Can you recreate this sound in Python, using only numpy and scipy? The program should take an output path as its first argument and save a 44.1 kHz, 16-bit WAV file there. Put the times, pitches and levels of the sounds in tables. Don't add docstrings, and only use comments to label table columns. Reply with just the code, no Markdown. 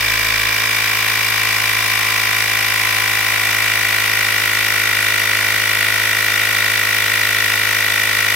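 import sys
import numpy as np
from scipy import signal
from scipy.fft import rfft, irfft, next_fast_len
from scipy.io import wavfile
from scipy.ndimage import map_coordinates

SR = 44100
rng = np.random.default_rng(int(sys.argv[2]) if len(sys.argv) > 2 else 0)


def int16_out(signal):
    q = np.round(np.clip(np.atleast_2d(signal).T, -1, 1) * 32767)
    wavfile.write(sys.argv[1], SR, q.astype(np.int16))


def volts(x):
    e = np.asarray(x, float) / 20
    return 10 ** e


N = 368232

# time_s, speed_hz [turns per second]
CRANK = [(0, 54.08), (.76, 54.09), (1.52, 53.8), (2.28, 53.51), (3.04, 53.36), (3.8, 52.82), (4.55, 52.72),
         (5.31, 52.33), (6.07, 52.8), (6.83, 52.64), (7.59, 52.26), (8.35, 52.31)]
# time_s, nearness [0-1], lean_db [left over right]
HAND = [
    (0, 0.87, 0),
    (.42, .9, -1),
    (.56, 0.67, -1),
    (.9, 0.33, 0),
    (1.2, 0.46, 0.2),
    (1.5, 0.23, 0.2),
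    (4, 0.01, 0.06),
    (8.35, 0.21, -0.05),
]


def unit(x):
    return x / np.sqrt(np.mean(x ** 2) + 1e-20)


def along(points, hz):
    f, v = np.transpose(points)
    return np.interp(np.log(hz + 1), np.log(f + 1), v)


def curves(rows):
    time_s, *columns = np.transpose(rows)
    return [np.interp(np.arange(N) / SR, time_s, column) for column in columns]


def wobble(rate):
    knots = rng.standard_normal(int(N * rate / SR) + 4)
    return map_coordinates(knots, [np.arange(N) * rate / SR])


def s_curve(at_s, over_s):
    return 1 / (1 + np.exp((at_s - np.arange(N) / SR) / over_s))


def filtered(x, response):
    m = next_fast_len(N + SR // 4)
    return irfft(rfft(x, m) * response(np.fft.rfftfreq(m, 1 / SR)), m)[..., :N]


def bell(hz, centre_hz, width_hz):
    return 1 / (1 + (2 * (hz - centre_hz) / width_hz) ** 2)


def air_pulse(angle, hard, thump_db):
    # soft_tyre_db, hard_tyre_db, held_tyre_db
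    air_orders = [(-17.5, -23, -20), (-16.5, -13, -14.5), (-14.5, -13, -11), (-11, -10.5, -10.5),
                  (-18, -6.5, -40), (-10, -11.5, -9), (-16, -6, -9.5), (-12, -12, -16.5),
                  (-13.5, -5.5, -8.5), (-39, -35, -5), (-24, -7, -26), (-4.5, -19, -18), (-11, -18, -46),
                  (-13, -19, -27), (-17, -11.5, -13), (-19, -11.5, -18), (-2.5, -17, -5.5), (0, -16, -5),
                  (-2.5, -7, -3), (0.5, -19, -17.5), (-35, -39, -13), (-12, -23, -28), (-22, -8, -11)]
    # centre_hz, width_hz, lift_db
    rim = [
        (800, 14, 9),
        (1011.5, 27.6, 7),
    ]
    # crank_multiple, level_db
    motor = [
        (12.68, -45.5),
        (13.62, -59),
    ]
    hand, speed_hz = curves(HAND)[0], curves(CRANK)[0]

    pressing = 1 - s_curve(at_s=0.53, over_s=.03)
    shake_db = -49.5 - 3 * hard + 12.5 * pressing
    x = volts(shake_db) * np.cos(2 * np.pi * angle - .7 + .08 * wobble(60))
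    x += volts(thump_db + 0.4 * wobble(4.6)) * np.cos(4 * np.pi * angle + 0.036 * wobble(60))

    for k, (soft_db, hard_db, held_db) in enumerate(air_orders, 3):
        unsteady = .011 * k
        free_db = soft_db + (hard_db - soft_db) * hard
        db = -35.5 + free_db + (held_db - free_db) * hand + 4 * unsteady * wobble(4.18)
        db += sum(lift_db * bell(k * speed_hz, hz, width) for hz, width, lift_db in rim)
        thud = 2 * np.pi * k * (angle - .84) - 2.6
        thud += .36 * (-1) ** k + .045 * k * np.sin(k * k / 5)
        smear = 1.17 * hard * (k > 11) * np.sin(k * k)
        x += volts(db) * np.cos(thud + smear + unsteady * wobble(16))

    for k, db in motor:
        x += volts(db + 1.1 * wobble(3.5) - 4.7 * hand) * np.cos(2 * np.pi * k * angle)
    return np.sqrt(2) * x


def knocks(angle, hard):
    # pitch_hz, length_s, soft_tyre_db, hard_tyre_db, hand_change_db, scatter_turns
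    bursts = [(2230, 0.0026, -43, -38, -1, 0.000453), (2760, 0.0011, -36, -44, -5, 0.00054),
              (2334, 0.0023, -23, -25, 1, 0.0004), (2187, 0.0018, -47, -29, -40, 0.00012),
              (5040, 0.0023, -33.5, -47, 1, 0.0014), (1979, 0.0018, -22, -24, -14.5, 0.00011),
              (1930, 0.002, -32, -22, 6, 0.00043), (1622, 0.0017, -34, -46, 2.5, 0.00054),
              (1443, 0.0022, -32.5, -25.5, -10.5, .0003), (3473, 0.0011, -40.5, -36, 6.5, 0.0014),
              (2765, 0.00091, -33.5, -32.5, -8, 0.00086)]
    knock_angles = [.07, .4, .58, .61, .67, .72, .74, .77, .74, .87, .88]
    x, t = np.zeros(N), np.arange(-SR // 100, SR // 100 + 1) / SR
    hand = curves(HAND)[0]
    stroke = rng.standard_normal((500, 2))
    for at, (hz, length, soft_db, hard_db, hand_db, scatter) in zip(knock_angles, bursts):
        chance = rng.standard_normal((500, 2))
        late = .0009 * stroke[:, 0] + scatter * chance[:, 0]
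        spot = np.interp(np.arange(len(chance)) + at + late, angle, np.arange(N), right=N + 5)
        whole, part = spot.astype(int), spot % 1
        size = volts(.3 * stroke[:, 1] + .5 * chance[:, 1])
        blows = np.bincount(whole, size * (1 - part), N + 9)
        blows = blows + np.bincount(whole + 1, size * part, N + 9)
        falling = np.sin(2 * np.pi * hz * t * (1 - 4 * t))
        burst = np.exp(-.5 * (t / length) ** 2) * falling
        db = soft_db + (hard_db - soft_db) * hard + hand_db * hand
        x += volts(db) * unit(signal.fftconvolve(blows[:N], burst, "same"))
    return x


def load(angle, centre, sharp, skew):
    u = 2 * np.pi * (angle - centre)
    return np.exp(sharp * (np.cos(u + skew * np.cos(u) - skew) - 1))


def rattle(angle, hard, db):
    # frequency_hz, density_db [per Hz]
    colour = [(40, -30), (150, -23), (330, -19), (520, -15.5), (800, -7.5), (1100, -5), (1600, -3.5),
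              (2000, -3.5), (2400, -2), (3300, -5.5), (5000, -12.5), (6400, -9.5), (7500, -19),
              (12000, -61)]
    pinion = np.cos(2 * np.pi * angle / 5)
    ticks = np.cos(2 * np.pi * (9 * angle - .85))
    teeth = volts(2.2 * ticks + .8 * pinion + 0.63 * wobble(900))
    stroke = load(angle, .73, sharp=1.7, skew=.2)
    clatter = casing_noise(stroke * teeth, colour, lift_db=6)
    bright = filtered(clatter, lambda hz: 1 / (1 + (2900 / (hz + 1)) ** 8))
    chatter = casing_noise(volts(0.22 * wobble(700)), colour, lift_db=6)
    loose = filtered(chatter, lambda hz: 1 / (1 + (hz / 1350) ** 8))
    return volts(db + 3.5) * (chatter - 0.14 * hard * loose) + volts(db + 3.0) * bright


def hiss(angle, db):
    # frequency_hz, density_db [per Hz]
    colour = [(3000, -26), (5500, 0), (6800, -7.5), (8900, -4.5), (10000, -3), (11400, -5.5), (12400, -0.5),
              (13800, -4.5), (15000, -6), (15800, -7.5)]
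    flutter = np.cos(2 * np.pi * (7 * angle + 0.29))
    bursts = volts(.7 * flutter + 0.18 * wobble(30) + 0.64 * wobble(1200))
    gate = (0.5 + load(angle, 0.55, sharp=1.34, skew=0.55)) * bursts
    air = casing_noise(gate, colour, lift_db=3)
    shaded = filtered(air, lambda hz: 1 / (1 + ((hz - 9900) / 1100) ** 4))
    return volts(db + 2.3) * (air - 0.29 * curves(HAND)[0] * shaded)


def casing_noise(gate, spectrum, lift_db):
    hissing = gate * rng.standard_normal((2, N))
    return unit(filtered(hissing, lambda hz: volts(along(spectrum, hz)) * shell(hz, lift_db)))


def shell(hz, lift_db):
    # centre_hz, width_hz, level_db [unused]
    modes = [(2317, 110, 0), (2160, 1450, 0), (2800, 270, 0), (3626, 300, -3), (3960, 105, -6),
             (4350, 27, -7), (4555, 310, -6), (5250, 110, -5), (5670, 230, -7), (7700, 210, -12),
             (8500, 310, -11), (9560, 210, -10), (10350, 230, -11), (11100, 180, -13), (12350, 200, -9),
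             (13500, 200, -10), (14130, 150, -12)]
    # centre_hz, width_hz, depth_db
    notches = [(2520, 82, 1.5), (3310, 90, 5), (4270, 48, -4.5), (4440, 80, 6.5), (5430, 190, 7.5),
               (6090, 130, 5.5), (6680, 170, 8.5), (8260, 130, -0.5), (8800, 200, 2), (10250, 83, 1),
               (11800, 200, 0.5), (12820, 120, 0), (13800, 150, 3)]
    lift = np.max([bell(hz, c, w) for c, w, _ in modes], axis=0)
    cut_db = sum(db * bell(hz, c, w) for c, w, db in notches)
    return volts(lift_db * lift - cut_db)


def echoes(hz, column):
    # delay_s, mid_gain, side_gain
    walls = [(.0006, 0.4, -0.28), (.0014, -0.5, 0.17), (.0027, 0.32, 0.94), (.0043, 0.4, -0.019),
             (.0071, 0.4, 0.6), (0.015, 0.1, 0.1)]
    rows = np.array(walls)
    gains = rows[:, column]
    return np.exp(-2j * np.pi * np.outer(hz, rows[:, 0])) @ gains / np.linalg.norm(gains)


def scene():
    # frequency_hz, side_over_mid_db
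    width = [(60, -29), (110, -17), (200, -13), (380, -27), (700, -4), (1290, -5), (2380, -7), (4400, 0),
             (8120, -3.5), (15000, 1)]
    hard = 0.9 * s_curve(at_s=3.66, over_s=0.89)
    angle = np.cumsum(curves(CRANK)[0]) / SR + .143
    angle = angle + .006 * wobble(5) + .003 * wobble(13)
    noise, scattered = rattle(angle, hard, db=-26.5) + hiss(angle, db=-30)
    source = noise + air_pulse(angle, hard, thump_db=-35.5) + knocks(angle, hard)
    mid = filtered(source, lambda hz: 1 + 0.28 * echoes(hz, 1) * hz / (hz + 4000))
    side = filtered(source, lambda hz: .8 * echoes(hz, 2)) + .88 * scattered
    side = filtered(side, lambda hz: volts(along(width, hz)))
    return np.array([mid + side, mid - side]) * volts(np.outer([.5, -.5], curves(HAND)[1]))


def roll_off(x):
    return signal.sosfilt(signal.butter(12, 16470, fs=SR, output="sos"), x)


def record(dry):
    # frequency_hz, left_over_right_db
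    lean = [(60, 2.5), (110, 1), (200, 2.5), (380, 1.5), (700, -1.5), (1290, -1.5), (2380, 1.5),
            (4400, -0.5), (8120, 3), (15000, 6)]
    top_hz = 15830
    mix = filtered(dry, lambda hz: volts(np.outer([.5, -.5], along(lean, hz))) * (hz < top_hz))
    return roll_off(mix)


dry = scene()
out = record(dry)
int16_out(out)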